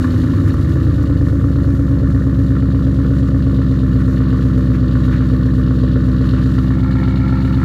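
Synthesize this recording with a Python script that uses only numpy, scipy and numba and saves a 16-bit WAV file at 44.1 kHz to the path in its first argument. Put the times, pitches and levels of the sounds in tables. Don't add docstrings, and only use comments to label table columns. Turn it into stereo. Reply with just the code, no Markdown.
import sys
import numpy as np
from scipy import signal
from scipy.fft import rfft, irfft
from scipy.io import wavfile
from scipy.ndimage import uniform_filter1d
from numba import njit

SR = 44100
rng = np.random.default_rng(int(sys.argv[2]) if len(sys.argv) > 2 else 0)


def natural_amplitude(level_db):
    exponent = np.asarray(level_db, float) / 20
    return 10 ** exponent


def dump_mix(stems):
    frames = np.atleast_2d(stems).T
    limited = np.clip(frames, -1, 1)
    pcm = np.round(limited * 32767).astype(np.int16)
    wavfile.write(sys.argv[1], SR, pcm)


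N = 336924
LEAD = 6615
SIZE = N + LEAD
TIME = np.arange(-.15 * SR, N) / SR
SIDES = np.array([[1], [-1]])

# near_tip_strength, far_tip_strength, body_strength,
# near_tip_lag_ms, far_tip_lag_ms, body_lag_ms
CYLINDERS = [(1.19, 0.25, 0.3, -0.45, -2.74, -0.25), (0.93, 0.45, 0.89, -0.03, -2.82, 4.71),
             (0.98, 0.95, 0.82, -1.01, -0.9, 0.65), (1.06, 0.64, 0.96, -0.07, 0.35, 0.26),
             (1.44, 0.65, 0.92, -0.28, 0.66, 0.06), (1.12, 0.8, 0.49, -0.48, -3.47, 0.03),
             (1.35, 0.57, 0.87, -0.7, -3.95, -0.71), (1.12, 1.02, 0.92, -0.15, -0.07, 0.57)]
# start_s (middle of the swell or
# dip), length_s, level_db
SPITS = [(0.04, 0.0086, 8), (0.142, 0.008, 3.5), (0.239, 0.008, 1.5), (0.339, 0.0071, 5),
         (1.104, 0.0088, -4), (1.272, 0.013, 5), (2.567, 0.018, 7), (3.051, 0.015, 6.5), (3.172, 0.011, 9),
         (3.288, 0.0087, 7), (5.38, 0.0067, -8), (6.583, .015, 4.5), (6.826, .008, -5), (6.893, .008, 0),
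         (6.964, 0.0045, 5), (7.038, 0.0084, 6), (7.25, 0.0094, -1), (7.444, .008, -2), (7.567, .008, -6)]


def level(x):
    return x / np.sqrt(np.mean(x ** 2))


def noise():
    return rng.standard_normal(SIZE)


def walk(rate_hz):
    hold = int(SR / rate_hz)
    steps = np.repeat(rng.standard_normal(SIZE // hold + 1), hold)
    smooth = uniform_filter1d(uniform_filter1d(steps, hold), hold)
    return 4 / 3 * smooth[:SIZE]


def curve(table):
    time_s, value = np.transpose(table)
    return np.interp(TIME, time_s, value)


def bumps(table, t):
    return sum(db * np.exp(-((t - s) / length) ** 2) for s, length, db in table)


def clicks(times, sizes):
    place = np.clip(times * SR + LEAD, 0, SIZE - 2)
    whole = place.astype(int)
    part = place - whole
    return np.bincount(whole, sizes * (1 - part), SIZE) + np.bincount(whole + 1, sizes * part, SIZE)


def fade(x, decay_s):
    return signal.lfilter([1], [1, -np.exp(-1 / (decay_s * SR))], x)


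def colour(x, table):
    hz, db = np.transpose(table)
    bin_hz = np.arange(len(x) // 2 + 1) * SR / len(x)
    gain = natural_amplitude(np.interp(np.log(bin_hz + 1), np.log(hz), db))
    return irfft(rfft(x) * gain, len(x))


@njit
def svf(x, hz, width):
    y, b, l = np.empty(len(x)), 0., 0.
    g, k = np.tan(np.pi * hz / SR), width / hz
    for i in range(len(x)):
        v = (b + g * (x[i] - l)) / (1 + g * (g + k))
        b, l, y[i] = 2 * v - b, l + 2 * g * v, k * v
    return y


def steep(x, hz, width_hz):
    return svf(svf(x, float(hz), float(width_hz)), float(hz), 2. * width_hz)


def ring(x, modes, lift):
    total = 0
    for k, (hz, width_hz, low_db, high_db) in enumerate(modes):
        gain = natural_amplitude(low_db + lift * (high_db - low_db))
        total = total + (-1) ** k * gain * steep(x, hz, width_hz)
    return total


def rain(gate):
    # pitch_hz, level_db (per Hz)
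    rain_colour = [(2000, -28.5), (3200, -15), (4500, -11), (5500, -9.5), (7200, -9.5), (8000, -15.5),
                   (11000, -15.5), (15500, -21)]
    count = 9000
    ports = []
    for _ in range(2):
        sizes = natural_amplitude(1.05 * rng.exponential(size=count)) * noise()[:count]
        drops = clicks(rng.uniform(TIME[0], TIME[-1], count), sizes)
        hiss = (.6 + .4 * gate) * natural_amplitude(1.9 * walk(22)) * noise()
        ports.append(colour(hiss + 0.67 * level(drops), rain_colour))
    shared = 0.12 * (ports[0] + ports[1])
    return level(np.array(ports) + shared)


def rasp():
    # start_s (middle of the swell), length_s, level_db
    rasps = [
        (0.494, 0.022, 17),
        (4.005, .03, 14),
        (4.748, 0.029, 19),
        (5.05, .015, 16),
        (5.14, .04, 22),
        (5.24, .025, 15),
        (6.38, 0.038, 16.5),
    ]
    torn = steep(noise() * natural_amplitude(3.0 * walk(90)), 1490, 920)
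    return level(torn) * natural_amplitude(-57 + bumps(rasps, TIME))


def puffs(cycle, lift):
    # place (0-1), level_db
    cycle_puffs = [(.08, 11), (0.223, 8), (0.458, 8), (.685, 3.5), (0.839, 5)]
    # pitch_hz, width_hz, low_phone_db, lifted_phone_db
    puff_modes = [(2575, 230, -8.5, -4), (2947, 290, 4, 2.5), (3280, 240, -1.5, -7.5),
                  (3806, 580, 4.5, 3.5), (4300, 170, 5, 5.5), (4610, 390, 1, 0), (5570, 310, -10.5, -21.5),
                  (6560, 300, -14, -37)]
    place, db = np.transpose(cycle_puffs)
    turns = (np.arange(-2, int(cycle[-1]) + 1)[:, None] + place).ravel()
    size = natural_amplitude(np.resize(db, len(turns)) + 2.2 * rng.standard_normal(len(turns)))
    size = size * (turns > cycle[0])
    starts = clicks(np.interp(turns, cycle, TIME) - .003, size)
    gate = fade(fade(starts, 0.00029), 0.009)
    gate = gate / gate.mean() + 1.47
    mid, side = (ring(gate * noise(), puff_modes, lift) for _ in range(2))
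    side = .5 * side + .7 * np.roll(mid, 9)
    return (mid + side * SIDES) / np.std(mid), gate / gate.mean()


def cracks(times, which, lift):
    front_db = [-1, 0, -12, 2.5, 0, 0, 1, 0]
    # pitch_hz, width_hz, low_phone_db, lifted_phone_db
    crack_modes = [(868, 112, -18.5, 12.5), (1051, 85, -4, 1), (1175, 105, 2.5, -1.5), (1352, 74, -6, 16.5),
                   (1466, 66, 1.5, -9.5), (1759, 213, -5.5, 4.5), (2198, 116, -36, 8.5),
                   (2367, 120, -19.5, -6.5)]
    chance_db = 1.6 * rng.standard_normal(len(times))
    size = natural_amplitude(np.array(front_db)[which] + bumps(SPITS, times) + chance_db)
    front = clicks(times - 0.003487, size)
    gate = fade(front, .004) + .33
    mid, side = (ring(gate * noise(), crack_modes, lift) for _ in range(2))
    mid = mid + 7.5 * ring(front, crack_modes, lift)
    side = .35 * side + .4 * np.roll(mid, 25)
    heard = mid + side * SIDES
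    return heard / np.sqrt(uniform_filter1d(mid ** 2, size=SR // 2))


def bumper(times, lift):
    rung = steep(clicks(times, np.ones(len(times))), 516.5, 22.)
    return level(rung) * np.clip((lift - .4) / .28, 0, 1)


def bark(times, which, lift):
    tip_db = [-5.5, 6, 6, 10, -5.5, 1, 1, 8]
    # pitch_hz, width_hz, low_phone_db, lifted_phone_db
    bark_modes = [(346, 88, -1.5, 5.5), (463, 31, 17, -52.5), (513.6, 66, -6.5, -3.5),
                  (570, 42, 0.5, -19.5), (639, 62, -16, -4.5)]
    late, loud = rng.standard_normal((len(times), 2)).T
    far_lag_s = np.array(CYLINDERS)[which, 4] / 1000
    starts = times - 0.001968 + far_lag_s + .00015 * late
    pulses = clicks(starts, natural_amplitude(np.array(tip_db)[which] + 1.5 * loud))
    flow = level(fade(pulses, 0.005)) * noise()
    return level(ring(level(pulses) + .45 * flow, bark_modes, lift))


def boom(times, which, lift):
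    # pitch_hz, width_hz, near_tip_gain, far_tip_gain, body_gain (minus = inverted)
    pipe_modes = [(51, 8, -7.85, 1.07, 3.56), (65, 70, -0.34, -0.92, -0.23), (95, 8, -7.7, -3.59, 0.05),
                  (109, 26, 2.39, -0.61, 0.9), (131, 23, 0.36, 2.14, 1.82), (158, 51, -0.38, 1.99, -2.75),
                  (166, 21, 0.99, -1.12, 3.33), (194, 15, 1.35, -0.97, -0.03),
                  (235, 24, -0.57, -0.43, 0.77), (257, 21, 1.12, -0.06, -2.02),
                  (281, 14, 0.06, -0.18, 1.76), (320, 43, 0.32, 0.96, 0.13), (335, 28, 0.07, -1.18, -0.25),
                  (401, 17, 0.07, -0.16, 0.01), (450, 17, 0.09, 0.15, -0.08), (504, 36, 0.07, -0.01, 0.08),
                  (527, 22, -0.06, -0.07, -0.01), (565, 36, 0.07, -0.03, -0.02)]
    # pitch_hz, level_db
    long_pipe = [(335, 0), (390, -10), (520, -8), (700, -20)]
    # pitch_hz, level_db
    boom_colour = [(25, 1), (40, -9.5), (55, 2), (130, 2.5), (200, 4), (330, 3.5), (600, 7), (800, -7.5),
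                   (1300, -56)]
    chance = rng.standard_normal((len(times), 4)).T
    cold = 1 + 4.3 * np.exp(-np.maximum(times, 0) / 3.5)
    low, high = 0, 0
    for path in range(3):
        strength, lag_ms = np.array(CYLINDERS)[which][:, path::3].T
        size = strength + .035 * cold * chance[path]
        late_ms = lag_ms + .05 * cold * chance[3]
        pulses = clicks(times + late_ms / 1000, size)
        for mode in pipe_modes:
            rung = mode[2 + path] * svf(pulses, float(mode[0]), float(mode[1]))
            if mode[0] < 380:
                low = low + rung
            else:
                high = high + rung
    out = colour(colour(low, long_pipe) + high * natural_amplitude(7.5 - 25.5 * lift), boom_colour)
    fast = np.exp(-(np.maximum(TIME, 0) / 0.79) ** 2)
    change = .5 * svf(out, 90., 26.) - 0.42 * svf(out, 166., 56.) - 0.58 * svf(out, 236., 50.)
    change = change + 0.63 * svf(out, 281., 59.) + 1.5 * svf(out, 352., 40.)
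    out = out + fast * change
    out = out + lift * (.4 * svf(out, 195., 50.) - .2 * svf(out, 260., 40.))
    return out / np.sqrt(uniform_filter1d(out ** 2, size=SR // 2))


def scene():
    # time_s, speed_rpm
    crank_speed = [(0, 1277.2), (.24, 1221.6), (.62, 1116.9), (.8, 1077.8), (1.01, 1052.8), (2.11, 1007.5),
                   (2.55, 997.7), (3.03, 1002.2), (3.47, 997.2), (3.91, 964.0), (4.38, 971.0),
                   (4.84, 947.9), (5.39, 960.7), (5.88, 955.2), (6.1, 958.0), (6.8, 969.2), (7.64, 978.1)]
    # time_s, effort_db
    gas_effort = [(0, 3.5), (.15, 3), (.4, 1.5), (1.5, -1), (2.1, -0.5), (3.9, -.5), (4.2, 2.5), (4.8, 0),
                  (5.1, 3.5), (5.4, 1), (6.0, 1), (6.3, 3), (6.7, 1), (7.2, -1), (7.64, 3)]
    # time_s, height (0 low - 1 high)
    phone_height = [
        (0, 0.33),
        (1.0, 0.29),
        (6.2, 0.2),
        (6.6, 0.35),
        (6.9, 0.71),
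        (7.2, 0.83),
        (7.64, 0.59),
    ]
    # start_s (middle of the swell), length_s, level_db
    flurries = [(0.079, 0.01, 1), (0.487, 0.012, 5), (0.541, .006, 9), (.7, .02, 4), (1.032, .008, 5.5),
                (1.276, 0.011, 3.5), (1.751, 0.11, 1.5), (2.944, 0.016, 4.5), (3.283, .01, 3.5),
                (4.582, 0.011, 5.5), (5.06, 0.016, 4.5), (5.462, 0.0071, 4.5), (6.496, 0.062, 4),
                (7.423, .008, -1.5)]
    rpm, effort_db, lift = curve(crank_speed), curve(gas_effort), curve(phone_height)

    firings = np.cumsum(rpm) / 15 / SR
    firings = firings - firings[LEAD]
    count = np.arange(int(firings[0]), int(firings[-1]))
    times = np.interp(count + .79, firings, TIME)
    which = count % 8

    fast = (rpm - 960) / 300
    load = .5 + .5 * np.tanh((TIME - 3.5) / 0.13)
    boom_db = -11.5 - .3 * fast - 1.36 * lift
    crack_db = -39 + effort_db + 9 * (lift - .25)
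    puff_db = -51.5 + 0.64 * effort_db + 1 * fast + 2.5 * load + 0 * lift
    puff_db = puff_db + 0.35 * bumps(SPITS, TIME) + 1.4 * walk(6.5)
    hiss_db = -54 + .4 * effort_db + 6 * fast + 0.5 * load - 2 * lift + bumps(flurries, TIME)

    gas, gate = puffs((firings - .39) / 8, lift)
    high = rain(gate) * natural_amplitude(hiss_db) + rasp() + gas * natural_amplitude(puff_db)
    high = high + cracks(times, which, lift) * natural_amplitude(crack_db)
    tips = bark(times, which, lift) * natural_amplitude(boom_db - 21.0) + bumper(times, lift) * natural_amplitude(boom_db - 31.5)
    tips = tips + 0.29 * np.roll(tips, 90) * SIDES
    low = boom(times, which, lift) * natural_amplitude(boom_db)
    wide = 0.12 * svf(np.roll(low, 42), 210.0, 380.0) * SIDES
    return (low + wide + tips + high)[:, LEAD:]


def roll_off(x):
    return signal.sosfilt(signal.butter(12, 15630, fs=SR, output="sos"), x)


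def record(dry):
    # pitch_hz, level_db
    port_balance = [(60, -1.5), (130, -1.5), (260, -1.5), (500, -2.4), (1200, 2.6), (1800, 2), (3500, -4.5),
                    (4700, -5), (6000, 0), (7500, -3.5), (12000, 5.5)]
    hz, db = np.transpose(port_balance)
    left = colour(dry[0], np.c_[hz, db / 2])
    right = colour(dry[1], np.c_[hz, -db / 2])
    wet = np.array([left, right])
    return roll_off(np.tanh(.5 * wet) / .5)


dry = scene()
out = record(dry)
dump_mix(out)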